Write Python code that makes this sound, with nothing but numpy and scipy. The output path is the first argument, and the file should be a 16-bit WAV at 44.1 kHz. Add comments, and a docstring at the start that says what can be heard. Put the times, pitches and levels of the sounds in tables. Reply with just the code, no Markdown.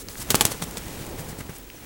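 """A balcony above a snowy yard, with pigeons flying off from just below it.
One bird claps its wings four times close by, expelling trapped air, then more faintly as it drops away.
Its feathers swish by friction and its quills tick. The wingbeats of the flock blur into a soft flutter
over a low outdoor rumble and a thin electronic whine. Near the end a small bird chirps once, far off."""
import sys
import numpy as np
from scipy import signal
from scipy.fft import rfft, irfft
from scipy.io import wavfile
from scipy.ndimage import uniform_filter1d

SR = 44100
rng = np.random.default_rng(int(sys.argv[2]) if len(sys.argv) > 2 else 0)


def pcm_store(signal):
    """Save signal as 16-bit PCM."""
    levels = np.round(np.clip(np.atleast_2d(signal), -1, 1) * 32767)
    wavfile.write(sys.argv[1], SR, levels.astype(np.int16).T)


N = 81585
T = np.arange(N) / SR

# Spectra of the noise sources. 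Each row: frequency in Hz, relative level in dB.
RUMBLE_SPECTRUM = [(20, -2), (48, 3), (90, -6), (170, -8), (450, -8.5), (1000, -50), (3000, -36),
                   (8000, -47), (16000, -32)]
FLOCK_AIR_SPECTRUM = [(50, 10), (130, 5), (280, 2.5), (500, -1), (660, -5), (850, -4.5), (1300, -14.5),
                      (2500, -26), (6000, -34)]
FLOCK_HISS_SPECTRUM = [(400, -1), (2000, 6), (4500, 1), (8000, 2), (12000, -1), (16000, -5.5)]
PUFF_SPECTRUM = [(40, 3), (90, 7), (170, 8.5), (300, -11), (500, -9), (900, -17), (2000, -17), (6000, -43)]
SWISH_SPECTRUM = [(300, -6.5), (1000, 4.5), (2500, 2), (5000, 5.5), (8500, 9), (12000, 5), (16000, 0.5)]
CRACK_SPECTRUM = [(150, -3), (500, 0.5), (850, 2), (1300, -10.5), (2200, 0.5), (3500, 6), (5200, 0),
                  (8000, 5), (11000, -5), (16000, -1)]
TAIL_SPECTRUM = [(100, 0), (300, 2.5), (500, 1.5), (850, 1.5), (1300, 2.5), (2500, 0.5), (5000, 1.5),
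                 (8500, 3.5), (12000, 2.5), (16000, -9)]
# Pitch of the distant call. Each row: time in seconds, frequency in Hz.
CHIRP_GLIDE = [(1.756, 6600), (1.768, 5700), (1.781, 5500)]
# Flutter of the flock. Each row: time in seconds, moving air in dB, feather hiss in dB.
FLOCK_LEVELS = [(0, -46, -57.5), (.06, -67, -49), (.13, -44.5, -51), (.26, -42.5, -43), (.38, -37, -35),
                (.48, -37, -36.5), (0.572, -41, -42), (.73, -39.5, -42.5), (.9, -39.5, -42),
                (1.0, -38.5, -41), (1.12, -36.5, -44.5), (1.25, -41, -44.5), (1.35, -41.5, -46.5),
                (1.46, -42, -48), (1.54, -47, -45.5), (1.65, -52, -51), (1.73, -50, -48.5),
                (1.85, -44.5, -47.5)]
# Soft wingbeats. Each row: centre in seconds, level in dB, spectral peak in Hz.
WING_THUDS = [(.198, -30.5, 138), (0.4533, -15.5, 187), (0.7709, -27, 330), (1.014, -27.5, 107),
              (1.389, -28.5, 197), (1.495, -29.5, 248)]
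# Air pushed by downstrokes. Each row: peak time in seconds, half-width in seconds, level in dB.
AIR_PUFFS = [(0.088, .006, -35), (.198, 0.0065, -36), (0.308, 0.011, -27.5), (0.345, 0.0023, -20.5),
             (.418, 0.0078, -31), (.455, 0.0065, -25.5), (.63, 0.013, -30.5), (0.686, 0.0049, -39),
             (0.777, 0.0082, -33), (0.867, 0.0043, -30.5), (0.976, 0.0052, -37), (1.196, 0.021, -34),
             (1.291, 0.018, -35.5), (1.331, 0.0044, -31.5), (1.41, 0.0066, -29.5), (1.497, 0.0053, -30)]
# Reflections from the balcony and the wall. Each row: delay in seconds, gain in dB.
REFLECTIONS = [(.0024, -28), (.008, -27), (0.0128, -17.5)]
# Snapping quills. Each row: start in seconds, level in dB, spectral peak in Hz, decay in seconds.
QUILL_TICKS = [(0.0856, -27.5, 5400, 0.00065), (.1550, -31, 1400, 0.00064), (0.7102, -26.5, 11900, .0012),
               (1.0653, -30.5, 8700, 0.00066), (1.407, -36, 3000, 0.0011), (1.5848, -31.5, 13300, 0.00081),
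               (1.7008, -35, 2880, 0.0017)]
# Sliding feathers. Each row: peak time, rise and fall in seconds, level in dB.
FEATHER_SWISHES = [(.016, 0.041, 0.014, -40), (0.099, 0.014, 0.076, -41.5), (.184, 0.013, 0.0085, -38.5),
                   (0.204, .008, .012, -37), (.222, 0.01, 0.0097, -32), (.298, 0.0085, 0.0043, -42),
                   (0.3546, 0.0033, 0.0046, -13), (.468, 0.0063, 0.011, -31), (.517, 0.0089, 0.0075, -31),
                   (0.621, 0.0024, 0.01, -31.5), (.639, 0.0028, 0.0035, -31), (.783, .005, 0.0024, -33),
                   (0.883, 0.0026, .004, -38), (1.197, 0.016, 0.02, -38.5), (1.289, 0.0062, 0.035, -40.5),
                   (1.388, .005, 0.016, -40.5), (1.409, .005, 0.0055, -42.5), (1.498, 0.0047, .01, -45),
                   (1.565, 0.018, 0.01, -44)]
# Modes of the hollow between cupped wings. Each row: frequency in Hz, gain in dB, decay in seconds.
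CAVITY_MODES = [(420, -9, 0.0085), (850, -3.5, 0.0062)]
# Wing claps. Each row: start in seconds, crack level in dB, crack length in seconds, treble tilt in
# dB per octave, treble cutoff in Hz, then the levels of air pulse, rustling tail and knock in dB.
WING_CLAPS = [(0.3035, -10.5, 0.0048, 0.5, 16600, -39, -17, -36),
              (.3450, -12, .0008, 0.5, 13900, -0.5, -28, -28.5),
              (0.4092, -5, 0.0017, -1.5, 15400, -17.5, -15.5, -14.5),
              (0.4522, -3, 0.0021, 5.5, 12900, -7.5, -20, -43),
              (.5165, -24.5, 0.0049, -9, 12800, -27, -29.5, -38),
              (0.623, -23, .0015, 0, 10700, -14.5, -27.5, -42),
              (0.7706, -24.5, 0.0024, -2, 13000, -28, -32.5, -37)]

SNAP_ATTACK_S = 0.00047


def from_db(db):
    """Amplitude grows tenfold with every 20 dB."""
    return 10 ** (np.asarray(db) / 20)


def noise(spectrum, tilt_db=0):
    """Spectral shaping gives coloured noise of rms 1, tilted by tilt_db per octave above 500 Hz."""
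    hz = np.maximum(np.arange(N + 1) * SR / (2 * N), 1)
    point_hz, point_db = np.transpose(spectrum)
    db = np.interp(np.log(hz), np.log(point_hz), point_db) + tilt_db * np.log2(np.maximum(hz, 500))
    low_cut = hz ** 2 / (hz ** 2 + (point_hz[0] / 2) ** 2)
    x = irfft(rfft(rng.standard_normal(2 * N)) * from_db(db) * low_cut)[:N]
    return x / x.std()


def flicker(rate_hz, depth_db):
    """Random amplitude modulation: low-passed noise makes a gain wander."""
    pole = np.exp(-2 * np.pi * rate_hz / SR)
    slow = signal.lfilter([1], [1, -2 * pole, pole * pole], rng.standard_normal(N + SR))[SR:]
    return from_db(depth_db * slow / slow.std())


def steady(x, samples):
    """Division by the running rms holds the short-term level constant."""
    return x / np.sqrt(uniform_filter1d(x * x, samples) + 1e-12)


def envelope(start, attack, hold, decay):
    """A linear rise, with exponential damping from `hold` seconds after the start."""
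    age = T - start
    return np.clip(age / attack, 0, 1) * np.exp(-np.clip((age - hold) / decay, 0, 40))


def pulse(start, width):
    """A critically damped, one-sided pressure pulse of height 1."""
    age = np.clip((T - start) / width, 0, 40)
    return age * np.exp(1 - age)


def cut(x, hz, kind, order):
    """A Butterworth filter attenuates the band beyond its cutoff."""
    return signal.sosfilt(signal.butter(order, hz, kind, fs=SR, output="sos"), x)


def yard_rumble():
    """Low-frequency noise swells and sinks under slow amplitude modulation."""
    return from_db(-48) * noise(RUMBLE_SPECTRUM) * flicker(rate_hz=3.5, depth_db=3.5)


def electronic_whine(hz=15734.4, rms_db=-52):
    """A steady oscillation in the electronics is heard as a pure tone."""
    return from_db(rms_db) * np.sqrt(2) * np.sin(2 * np.pi * hz * T)


def distant_chirp():
    """A small bird's falling note is a glide: phase is the integral of frequency."""
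    times, hz = np.transpose(CHIRP_GLIDE)
    swell = np.interp(T, [times[0], (times[0] + times[1]) / 2, times[2]], [0, 1, 0])
    phase = 2 * np.pi * np.cumsum(np.interp(T, times, hz)) / SR
    return from_db(-46) * swell * np.sin(phase)


def flock_flutter():
    """Many distant wings add incoherently into fluttering air and feather hiss."""
    times, air_db, hiss_db = np.transpose(FLOCK_LEVELS)
    air = steady(noise(FLOCK_AIR_SPECTRUM), samples=800) * flicker(rate_hz=45, depth_db=1.5)
    hiss = noise(FLOCK_HISS_SPECTRUM) * flicker(rate_hz=300, depth_db=1.3)
    return from_db(np.interp(T, times, air_db)) * air + from_db(np.interp(T, times, hiss_db)) * hiss


def wing_thuds():
    """A wingbeat pushes the air and sucks it back: one compression, then one rarefaction."""
    out = np.zeros(N)
    for centre, db, hz in WING_THUDS:
        phase = np.clip(2 * np.pi * hz * (T - centre), -10, 10)
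        out -= from_db(db) * phase * np.exp((1 - phase ** 2) / 2)
    return out


def air_puffs():
    """Each downstroke displaces air toward the listener, a soft swell of low noise."""
    level = sum(from_db(db) / (1 + ((T - peak) / width) ** 2) for peak, width, db in AIR_PUFFS)
    return level * steady(noise(PUFF_SPECTRUM), samples=400)


def balcony_echoes(x):
    """Reflection adds delayed copies from close surfaces and a short diffuse tail from the yard."""
    early = sum(from_db(db) * np.interp(T - delay, T, x, left=0) for delay, db in REFLECTIONS)
    response = noise(TAIL_SPECTRUM, tilt_db=-5) * envelope(0, attack=0.0058, hold=0, decay=0.068)
    diffuse = signal.fftconvolve(x, response / np.linalg.norm(response))[:N]
    return x + early + from_db(-21) * diffuse


def quill_ticks():
    """Quills snap past each other, each a heavily damped transient in a broad band."""
    out = np.zeros(N)
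    for start, db, hz, decay in QUILL_TICKS:
        band = noise([(hz / 4, -20), (hz, 0), (hz * 4, -24)])
        out += from_db(db) * band * envelope(start, SNAP_ATTACK_S, SNAP_ATTACK_S, decay)
    return out


def feather_swishes():
    """Friction between sliding feathers radiates grainy swells of broadband noise."""
    level = np.zeros(N)
    for peak, rise, fall, db in FEATHER_SWISHES:
        from_peak = np.where(T < peak, (peak - T) / rise, (T - peak) / fall)
        level += from_db(db) * np.exp(-np.minimum(from_peak, 20) ** 1.97)
    return level * noise(SWISH_SPECTRUM) * flicker(rate_hz=600, depth_db=0.5)


def cavity_knock(start):
    """Cavity resonance: the air between the cupped wings rings in damped modes."""
    return sum(from_db(db) * np.sin(2 * np.pi * hz * (T - start))
               * envelope(start, SNAP_ATTACK_S, 0, decay) for hz, db, decay in CAVITY_MODES)


def wing_claps(sag_db_per_s=1302, burst_s=0.00014, rebound_s=0.0027):
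    """Impact of the wings: trapped air bursts out with a knock, quills crack and vanes rustle apart."""
    out = np.zeros(N)
    rustle = steady(noise(TAIL_SPECTRUM), samples=200) * flicker(rate_hz=560, depth_db=1.5)
    for start, crack_db, length, tilt_db, top_hz, air_db, tail_db, knock_db in WING_CLAPS:
        crack = steady(noise(CRACK_SPECTRUM, tilt_db), samples=40)
        crack *= from_db(crack_db - sag_db_per_s * np.clip(T - start, 0, length))
        crack *= envelope(start, SNAP_ATTACK_S, hold=length, decay=0.0006)
        tail = from_db(tail_db) * rustle * envelope(start, attack=0.0015, hold=length, decay=0.0091)
        feathers = cut(crack + tail, top_hz, "low", order=3)
        # The slow rebound has half the area of the burst.
        air = pulse(start, burst_s) - 0.5 * burst_s / rebound_s * pulse(start, rebound_s)
        out += feathers - from_db(air_db) * air - from_db(knock_db) * cavity_knock(start)
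    return out


def scene():
    """Superposition: the close pigeon, the flock and the yard add in one channel."""
    wings = balcony_echoes(wing_claps() + feather_swishes() + quill_ticks())
    pigeon = cut(wings + air_puffs(), hz=87, kind="high", order=1)
    return (pigeon + flock_flutter() + wing_thuds() + distant_chirp() + yard_rumble())[None]


def record(dry, stopband_hz=17500):
    """The electronics add their whine, clip any peak beyond full scale and limit the bandwidth."""
    clipped = np.clip(dry + electronic_whine(), -1, 1)
    return signal.sosfilt(signal.cheby2(16, 60, stopband_hz, fs=SR, output="sos"), clipped)


dry = scene()
out = record(dry)
pcm_store(out)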